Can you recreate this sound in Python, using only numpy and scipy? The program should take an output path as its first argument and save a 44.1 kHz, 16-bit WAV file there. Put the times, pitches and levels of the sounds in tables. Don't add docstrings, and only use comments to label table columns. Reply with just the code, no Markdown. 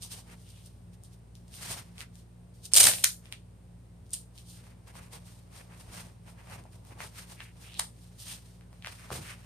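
import sys
import numpy as np
from scipy import signal
from scipy.fft import rfft, irfft
from scipy.io import wavfile
from scipy.ndimage import uniform_filter1d, map_coordinates

SR = 44100
rng = np.random.default_rng(int(sys.argv[2]) if len(sys.argv) > 2 else 0)


def linear_from_db(decibels):
    return 10 ** (np.asarray(decibels, float) / 20)


def transcribe(signal):
    frames = np.atleast_2d(signal).T
    limited = np.clip(frames, -1, 1)
    pcm = np.round(limited * 32767).astype(np.int16)
    wavfile.write(sys.argv[1], SR, pcm)


N = 416744

# f/Hz, level/dB, waver/dB
HUM_LINES = [(58, -56.5, 0.6), (96, -59.5, 3), (115, -56, 0.13), (172.7, -64.5, 2.7), (176.6, -60.5, 2.5),
             (232, -73, 2.5)]
# f/Hz, level/dB
AIR_COLOUR = [(25, -41.5), (45, -17.5), (70, -9.5), (130, -9), (210, -18.5), (460, -24), (900, -32),
              (1300, -38.5), (2300, -42), (7000, -50), (14000, -53.5)]
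AIR_DB = -59.5
# f/Hz, t60/s, level/dB
ROOM_DECAY = [(250, 0.41, -20.5), (1490, 0.17, -12.5), (4000, 0.2, -15.5), (9210, 0.24, -17),
              (13900, 0.25, -20.5)]
DRIFT_S = .00013
# f/Hz, level/dB
PORT_RESPONSE = [(100, -0.5), (6500, 3), (7800, 5.5), (9000, 14.5), (9900, 8), (10800, -2), (12500, 4.5),
                 (14200, 0), (14900, -26), (16000, -62)]

# t/s, peak/dB, f/Hz
KNOCKS = [(0.31, -57.5, 350), (1.524, -46.5, 106), (1.701, -38, 110), (1.706, -36, 610), (1.71, -43.5, 333),
          (1.765, -44, 740), (1.806, -49, 109), (5.88, -46.5, 55), (5.9, -49, 256), (6.92, -47, 260),
          (9.18, -44, 800), (9.19, -42, 200), (4.001, -48, 70), (6.601, -48, 218.5), (9.116, -31, 440),
          (9.116, -40, 800), (9.116, -32, 120), (9.154, -37, 780)]
# t/s, level/dB, hiss f/Hz
SCRAPES = [
    [(0.45, -67, 3280), (0.592, -63, 3120), (0.68, -79, 3200)],
    [(7.36, -71, 2230), (7.408, -47.5, 2255), (7.5, -63, 2320)],
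    [(7.64, -37, 2505), (7.646, -56.5, 2460), (7.785, -49, 3610)],
    [(8.2, -64, 3280), (8.318, -47, 3040), (8.4, -78, 3090)],
    [(8.83, -63, 2080), (8.875, -48.5, 2276), (8.93, -85, 2315)],
    [(9.22, -59, 2710), (9.322, -51, 2530), (9.38, -70, 2500)],
]

# peak t/s, level/dB, rise/s, fall/s, folds re
# level/dB
STROKES = [(0.029, -40, 0.02, 0.064, -19.5), (0.119, -46, 0.043, 0.14, -13.5),
           (0.318, -58, 0.087, 0.056, 2), (0.6, -63, 1, 0.3, -14), (0.94, -65.5, .03, 0.038, -10),
           (1.045, -62, 0.03, 0.093, -54), (1.35, -67.5, .008, 0.14, -22),
           (1.552, -49, 0.072, 0.1, -17), (1.713, -37.5, 0.12, 0.074, -9),
           (1.79, -47, 0.17, 0.047, -4.5), (2.018, -49, 0.076, 0.039, -5.5),
           (2.19, -63.5, 0.12, 0.084, -15), (2.54, -66, 0.0071, 0.18, -31),
           (2.658, -44.5, 0.037, 0.034, -24), (2.718, -48.5, 0.0071, 0.13, -12),
           (3.27, -64.5, 0.1, 0.094, -2), (3.327, -53.5, 0.024, 0.04, -5),
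           (1.13, -65.5, 0.051, 0.072, -17), (4.06, -71, .013, 0.095, -27.5),
           (4.139, -46, 0.032, 0.087, -20), (4.38, -57, 0.052, 0.13, -19),
           (4.5, -54, 0.083, 0.2, -27), (4.676, -65, 0.29, 0.14, -0.5),
           (4.968, -55, 0.047, 0.083, -0.5),
           (5.133, -50.5, 0.033, 0.099, -7.5), (5.27, -58, 0.071, 0.26, -8.5),
                 (5.58, -54, 0.1, 0.12, -4), (5.705, -69.5, 0.045, 0.3, 6.5),
                 (5.947, -49.5, 0.097, 0.18, -4), (6.3, -60, 0.091, 0.07, -3),
                 (6.541, -54, 0.15, 0.11, 1.5), (6.73, -63, 0.068, 0.16, -9),
                 (6.871, -63.5, 0.067, 0.17, -6.5), (7.018, -46, 0.046, 0.085, -0.5),
                 (7.185, -50, 0.092, 0.13, -5.5), (7.311, -52.5, 0.064, 0.084, -7),
                 (7.431, -56.5, 0.1, 0.12, -17), (7.635, -56.5, 0.12, 0.31, -5.5),
                 (7.8, -40.5, 0.04, 0.02, -11), (8.015, -63.5, 0.14, 0.31, -11.5),
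                 (8.2, -51.5, 0.036, 0.34, -24), (8.317, -43.5, 0.14, 0.093, -11.5),
                 (8.455, -62.5, 0.075, 0.22, -8.5), (8.726, -70.5, 0.012, 0.35, -6.5),
                 (8.885, -56, 0.11, 0.41, -4.5), (9.13, -45, 0.039, 0.27, -7.5), (9.3, -53, 0.44, 0.076, 2),
                 (9.44, -67.5, 0.24, .1, 4.5),
           (.505, -60, .03, .05, -18), (.665, -57, .03, .05, -25), (5.61, -62, .02, .04, 6),
            (6.56, -60, .03, .05, 6), (1.63, -48.5, 0.057, 0.27, -5.5), (4.88, -61.5, 0.049, 0.097, -1),
            (5.03, -61.5, 0.072, 0.12, 0.5), (5.8, -60, 0.12, 0.2, -11), (6.005, -52.5, 0.041, 0.08, -7.5),
            (6.41, -65, 0.071, 0.04, 4.5), (6.665, -70, 0.023, 0.051, 6), (6.93, -68, 0.055, 0.11, 3),
            (7.07, -55, 0.066, 0.074, -21)]
SWING_DB = 20
ROUNDING = 1.05
# level/dB, share of the folds column, stretch of rise and fall
LAYERS = [
    (-3, 1, 1.35),
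    (-1, 1, .95),
    (-5, 0, 0.89),
    (-4, 0, 0.84),
]
# t/s, level/dB
PRESSURE = [(0, 2), (1.7, -2.5), (3, -3), (4.6, 2), (5.2, 3), (5.9, 2), (6.5, 0), (6.9, 12.5), (7.0, -0.5),
            (7.4, .3), (8.8, -5), (9.3, -6.5)]

# t/s, peak/dB, strap f/Hz, body/dB, left minus right/dB
STRAY_HOOKS = [(0.021, -27, 4800, -28, -10.5), (0.115, -28, 4540, -23, -3.5), (1.035, -33.5, 7500, -42, 7),
               (1.352, -35, 4400, -38, 7), (1.539, -31, 3820, -23, -8), (1.98, -27, 2760, -39, -2.5),
               (2.005, -21.5, 2870, -31, -7.5), (2.017, -51, 2840, -17, -1), (2.154, -35.5, 5350, -21, 6),
               (2.638, -46, 5000, -35, 1), (2.653, -24, 5700, -50, 3), (3.255, -34.5, 2720, -29.5, 4.5),
               (3.3235, -17, 2977, -36.5, -2), (4.064, -49, 4450, -41, 0.5), (4.093, -46, 5980, -40.5, 0.5),
               (4.105, -34, 6500, -45, 3), (4.1155, -36, 7500, -45, -4), (4.213, -42, 8000, -44.5, 0),
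               (6.065, -42, 6030, -30.5, 0), (6.637, -41, 6000, -22, 0.5), (7.733, -34, 3100, -27.5, 1),
               (7.741, -28, 3526, -30, 1), (7.772, -34, 3500, -33, -3), (4.377, -32, 3260, -37.5, -5),
               (4.384, -33.5, 3470, -37, 5)]
HOOK_TREBLE_DB, HOOK_TREBLE_DB_PER_OCTAVE = -14, 10.5
# t/s, peak/dB, strap f/Hz, treble/dB, body/dB
CREASES = [(1.644, -36, 2600, -20, -10), (1.713, -32, 2050, -22, -13), (2.012, -24.5, 1900, -27, -32),
           (4.667, -41, 1630, -22, -9), (4.953, -33, 2280, -11.5, -3), (6.471, -36, 1806, -16, -5),
           (6.498, -32, 1730, -14, -11), (6.653, -40, 1540, -20, 10), (6.849, -36.5, 1994, -7, -10),
           (7.003, -21.5, 1710, -30, -16.5), (7.403, -25, 2420, -35, -23.5), (7.7944, -9, 1700, -14, -15),
           (7.7954, -8, 6300, -12, -22), (8.609, -40, 1940, -27, -28), (8.728, -37.5, 1860, -19, -7),
           (8.8225, -32, 2900, -27, -32), (8.8452, -22, 2020, -38, -26), (8.8603, -22, 2300, -29, -31),
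           (8.8704, -18, 3300, -22, -15), (9.103, -23, 1100, -45, -16)]
CREASE_PAN_DB = 1.8

# t/s, level/dB, padding re level/dB
PEEL = [
    (2.738, -29, -41.5),
    (2.752, -24, -35.5),
    (2.77, -16.5, -29.5),
    (2.793, -24, -24.5),
    (2.806, -15.5, -19),
    (2.822, -24.5, -17),
    (2.88, -20, -14.5),
    (2.93, -34.5, -26.5),
    (3.015, -44.5, -18),
]
# f/Hz, level/dB
PEEL_COLOUR = [(250, -15.5), (600, -6.5), (900, -18), (1800, -17), (2900, -10.5), (4000, -10.5),
               (9000, -11.5), (14000, -9)]
# t/s, peak/dB, strap f/Hz, body/dB
SURGES = [(2.764, -4, 5500, -32), (2.770, -3.5, 5500, -29), (2.775, -5, 5000, -30), (2.782, -6, 5000, -30),
          (2.803, -3, 5500, -24), (2.808, -3, 4500, -23), (2.830, -9, 5000, -24), (2.839, -3, 4500, -22),
          (2.869, -4, 4200, -19), (3.0415, -4, 3600, -30), (4.1325, -22.5, 6400, -40),
          (4.1365, -24, 5200, -38), (4.140, -25, 5200, -38), (4.148, -30, 5000, -38),
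          (1.48, -49, 5200, -30), (7.7938, -17, 6000, -34), (0.66, -46, 5600, -36)]
SURGE_TREBLE_DB, SURGE_PAN_DB = -5.5, -0.6
# t/s, peak/dB, strap f/Hz, treble/dB, left minus right/dB
TEARS = [(2.7347, 2, 5310, -18, -3), (2.7411, -4.5, 4247, -12, -3.5), (2.7425, -4, 5290, -11.5, -2),
         (2.753, 0, 5950, -11, -1), (2.7613, -2, 5800, -10.5, -2), (2.7628, -3, 5846, -9.5, -1.5),
         (2.7645, -4.5, 5500, -9.5, -1.5), (2.7683, -2, 5470, -10.5, -2), (2.7745, -4.5, 5200, -10.5, -0.5),
         (2.7805, -4.5, 5200, -11, 0), (2.7979, -2, 4504, -10, -3), (2.7995, -4, 5470, -9.5, -0.5),
         (2.801, -3.5, 5655, -8.5, 3), (2.8098, -3, 4500, -11.5, -1.5), (2.8114, -6.5, 5296, -11.5, -4),
         (2.8294, -7.5, 5012, -8, 1), (2.8352, -4.5, 5000, -10, -1), (2.8412, -3.5, 4170, -12, 0.5),
         (2.8498, -6, 5280, -9.5, 1), (2.8529, -2, 3900, -13, 0), (2.8652, -6, 4500, -12, -2.5),
         (2.8722, -6.5, 4520, -12, -0.5), (2.8844, -11, 2560, -21, -1.5), (2.9134, -13.5, 2650, -18, -2),
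         (2.9347, -11.5, 3000, -14.5, 1), (2.9831, -23.5, 2870, -15.5, 0.5), (3.0376, -8.5, 3600, -14, 2),
         (3.0407, -3, 5600, -6, -0.5), (3.0414, 2, 4200, -9, -1.5), (3.0421, 2, 6020, -8, -3),
         (3.0427, -6, 1600, -14, 0.7)]
# t/s, level/dB
TEAR_BODY = [
    (2.735, -43),
    (2.765, -31.5),
    (2.84, -27.5),
    (2.865, -18),
    (2.92, -26),
    (3.04, -29),
]


def colour(x, points):
    hz, db = np.transpose(points)
    grid_hz = np.maximum(np.fft.rfftfreq(8192, 1 / SR), 1)
    log_gain = np.interp(np.log(grid_hz), np.log(hz), db) * np.log(10) / 20
    ceps = irfft(log_gain)
    ceps = np.r_[ceps[0], 2 * ceps[1:4096], np.zeros(4096)]
    response = irfft(np.exp(rfft(ceps)))
    return signal.oaconvolve(x, response[None], axes=1)[:, :x.shape[1]]


def band(x, lo_hz, hi_hz, order=2):
    edges_hz = [lo_hz, min(hi_hz, .45 * SR)]
    return signal.sosfilt(signal.butter(order, edges_hz, "band", fs=SR, output="sos"), x)


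def split(x, edges_hz):
    n = x.shape[-1]
    octave = np.log2(np.fft.rfftfreq(n, 1 / SR) + 1)
    spec = rfft(x)
    above = [.5 + .5 * np.tanh((octave - np.log2(hz)) * 4) for hz in edges_hz] + [0]
    return [irfft(spec * (lo - hi), n) for lo, hi in zip(above, above[1:])]


def unit(x):
    return x / np.sqrt(np.mean(x ** 2))


def walk(rate_hz):
    k = int(SR / rate_hz)
    return uniform_filter1d(np.repeat(rng.standard_normal(N // k + 1), k), k)[:N]


def curve(rows, column):
    rows = np.array(rows)
    db = rows[:, 1] + (rows[:, column] if column > 1 else 0)
    s = np.r_[rows[:, 0], rows[-1, 0] + .025]
    return linear_from_db(np.interp(np.arange(N) / SR, s, np.r_[db, db[-1]], left=-200, right=-200))


def grains(rate_hz, spread_db, alike):
    size_db = spread_db * np.minimum(rng.exponential(size=(3, N)), 3)
    hit = rng.random((3, N)) < rate_hz / SR
    snap = hit * (2 * rng.random((3, N)) - 1) * linear_from_db(size_db)
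    alike = np.clip(alike, 0, 1)
    return unit(np.sqrt(alike) * snap[0] + np.sqrt(1 - alike) * snap[1:])


def add(out, s, sound, pan_db):
    for port, side in zip(out, (1, -1)):
        i = int(s * SR - 0.9 * side * pan_db)
        port[i:i + len(sound)] += linear_from_db(side * pan_db / 2) * sound


def bursts(events, rate_hz, ms, lead, width):
    out, t = np.zeros((2, N)), np.arange(-512, 512) / SR
    swell = np.exp(-(1000 * t / ms) ** 2)
    chance = rng.random((len(events), 2, len(t)))
    for (s, db, hz, treble_db, body_db, pan_db), (when, size) in zip(events, chance):
        snaps = (when < rate_hz / SR) * (2 * size - 1) * swell
        snaps = snaps + lead * (t == 0)
        lo_hz, hi_hz = hz / width, hz * width
        edges_hz = (480, min(2400, lo_hz / 1.1), lo_hz, hi_hz, max(6500, hi_hz * 1.1))
        body, skirt, strap, upper, treble = split(snaps, edges_hz)
        low, high = linear_from_db(body_db + 17), linear_from_db(treble_db + 2.5)
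        mix = low * body + np.sqrt(low) * skirt + strap
        mix = mix + np.sqrt(high) * upper + high * treble
        add(out, s + t[0] + .0017, linear_from_db(db) * mix / abs(mix).max(), pan_db)
    return out


def hum():
    t, port = np.arange(N) / SR, np.array([[1], [-1]])
    lines = 0
    for hz, db, waver_db in HUM_LINES:
        gain = linear_from_db(db + 3 + waver_db * walk(5))
        cycles = hz * t + .08 * walk(4) + rng.random()
        lines = lines + gain * np.sin(2 * np.pi * cycles + .15 * port)
    mid, side = colour(rng.standard_normal((2, N)), AIR_COLOUR)
    side = 0.18 * side + 0.67 * band(side, 250, 18000)
    return lines + linear_from_db(AIR_DB) * (mid + port * side) / np.std(mid)


def room(x):
    t, tail = np.arange(SR // 2) / SR, 0
    hz, t60, db = np.transpose(ROOM_DECAY)
    for f in 250 * 2 ** np.arange(0, 6.1, .5):
        level_db = np.interp(np.log(f), np.log(hz), db)
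        t60_s = np.interp(np.log(f), np.log(hz), t60)
        noise = band(rng.standard_normal((2, len(t))), f / 2 ** .25, f * 2 ** .25)
        tail = tail + linear_from_db(level_db - 60 * t / t60_s) * noise
    tail = tail * np.clip((t - .004) / 0.0026, 0, 1) * linear_from_db(-17.0)
    echoes = signal.oaconvolve(x[:1], tail, axes=1)[:, :N]
    late = np.arange(N) - DRIFT_S * SR * uniform_filter1d(walk(500), 50)
    return np.array([map_coordinates(port, [late], order=3, mode="mirror") for port in echoes])


def thuds():
    out, t = np.zeros((2, N)), np.arange(8192) / SR
    for (s, db, hz), noise in zip(KNOCKS, rng.standard_normal((len(KNOCKS), len(t)))):
        push = noise * np.exp(-t * hz / 12.0)
        push = push + 2.5 * np.sqrt(SR / hz) * (t == 0)
        knock = band(push, hz / 1.62, hz * 1.39)
        add(out, s, linear_from_db(db) * knock / abs(knock).max(), 0)
    return out


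def scrape():
    s, _, hz = np.concatenate(SCRAPES).T
    low_pass = signal.butter(2, 650, fs=SR, output="sos")
    rough = unit(signal.sosfilt(low_pass, grains(rate_hz=2500, spread_db=5.0, alike=0.4)))
    pitch_hz = np.interp(np.arange(N) / SR, s, hz)
    carrier = np.cos(2 * np.pi * np.cumsum(pitch_hz) / SR)
    gain = uniform_filter1d(sum(curve(rows, column=1) for rows in SCRAPES), 900)
    return linear_from_db(-1.0) * rough * carrier * gain


def strokes(share, stretch):
    rows = np.array(STROKES)
    s, db, rise, fall, folds_db = rows.T[..., None]
    t = np.arange(0, N, 64) / SR
    before, after = (s - t) / np.maximum(rise, .002), (t - s) / np.maximum(fall, .002)
    away = np.maximum(before, after) / stretch
    level_db = db + share * folds_db - SWING_DB * away ** ROUNDING
    power = np.sum(linear_from_db(level_db) ** 2, axis=0)
    return np.interp(np.arange(N) / SR, t, np.sqrt(power))


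def cloth():
    fibres = grains(rate_hz=5000, spread_db=1.0, alike=0.27) + 0.33 * rng.standard_normal((2, N))
    fibres = fibres + 0.22 * grains(rate_hz=81, spread_db=2.5, alike=0.67)
    bands = split(fibres * linear_from_db(2.1 * walk(60)), (300, 1100, 2800, 6500))
    gains = [strokes(share, stretch) for _, share, stretch in LAYERS]
    gains[0] = gains[0] * linear_from_db(np.interp(np.arange(N) / SR, *np.transpose(PRESSURE)))
    gains[:2] = [gain * linear_from_db(2.2 * walk(45)) for gain in gains[:2]]
    rustle = sum(unit(b) * linear_from_db(db) * gain for b, (db, _, _), gain in zip(bands, LAYERS, gains))
    weight = gains[0] + linear_from_db(-4.5) * curve(PEEL, column=2)
    rumble = unit(band(fibres.sum(0), 75, 180))
    return rustle + linear_from_db(-1.5) * uniform_filter1d(weight, 3000) * rumble


def ticks():
    events = []
    for s, db, hz, body_db, pan_db in STRAY_HOOKS:
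        treble_db = HOOK_TREBLE_DB + HOOK_TREBLE_DB_PER_OCTAVE * np.log2(hz / 4500)
        events.append((s, db, hz, treble_db, body_db, pan_db))
    events += [(*row, CREASE_PAN_DB) for row in CREASES]
    return linear_from_db(-2) * bursts(events, rate_hz=5000, ms=.4, lead=4., width=1.45)


def peel():
    hooks = grains(rate_hz=5500, spread_db=3.3, alike=.4) * linear_from_db(2.2 * walk(160))
    padding = unit(band(hooks, 180, 1200)) * curve(PEEL, column=2)
    pops = unit(band(colour(hooks, PEEL_COLOUR), 830, 19000, order=1)) * curve(PEEL, column=1)
    return linear_from_db(-4) * pops + linear_from_db(-6) * padding


def patches():
    events = [(s, db, hz, SURGE_TREBLE_DB, body_db, SURGE_PAN_DB) for s, db, hz, body_db in SURGES]
    return linear_from_db(-3) * bursts(events, rate_hz=20000, ms=2.4, lead=.6, width=1.8)


def tearing_rows():
    events = []
    for s, db, hz, treble_db, pan_db in TEARS:
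        body_db = np.interp(s, *np.transpose(TEAR_BODY))
        events.append((s, db, hz, treble_db, body_db, pan_db))
    return linear_from_db(-1) * bursts(events, rate_hz=12000, ms=.5, lead=3.5, width=1.6)


def scene():
    bed = hum() + scrape() + cloth()
    hits = thuds() + ticks() + peel() + patches() + tearing_rows()
    return hits + room(hits) + bed


def band_limit(x):
    return signal.sosfilt(signal.butter(12, 15700, fs=SR, output="sos"), x)


def record(dry):
    heard = .9 * np.tanh(colour(dry, PORT_RESPONSE) / .9)
    heard = signal.sosfilt(signal.ellip(8, .2, 60, 15200, fs=SR, output="sos"), heard)
    return band_limit(heard)


dry = scene()
out = record(dry)
transcribe(out)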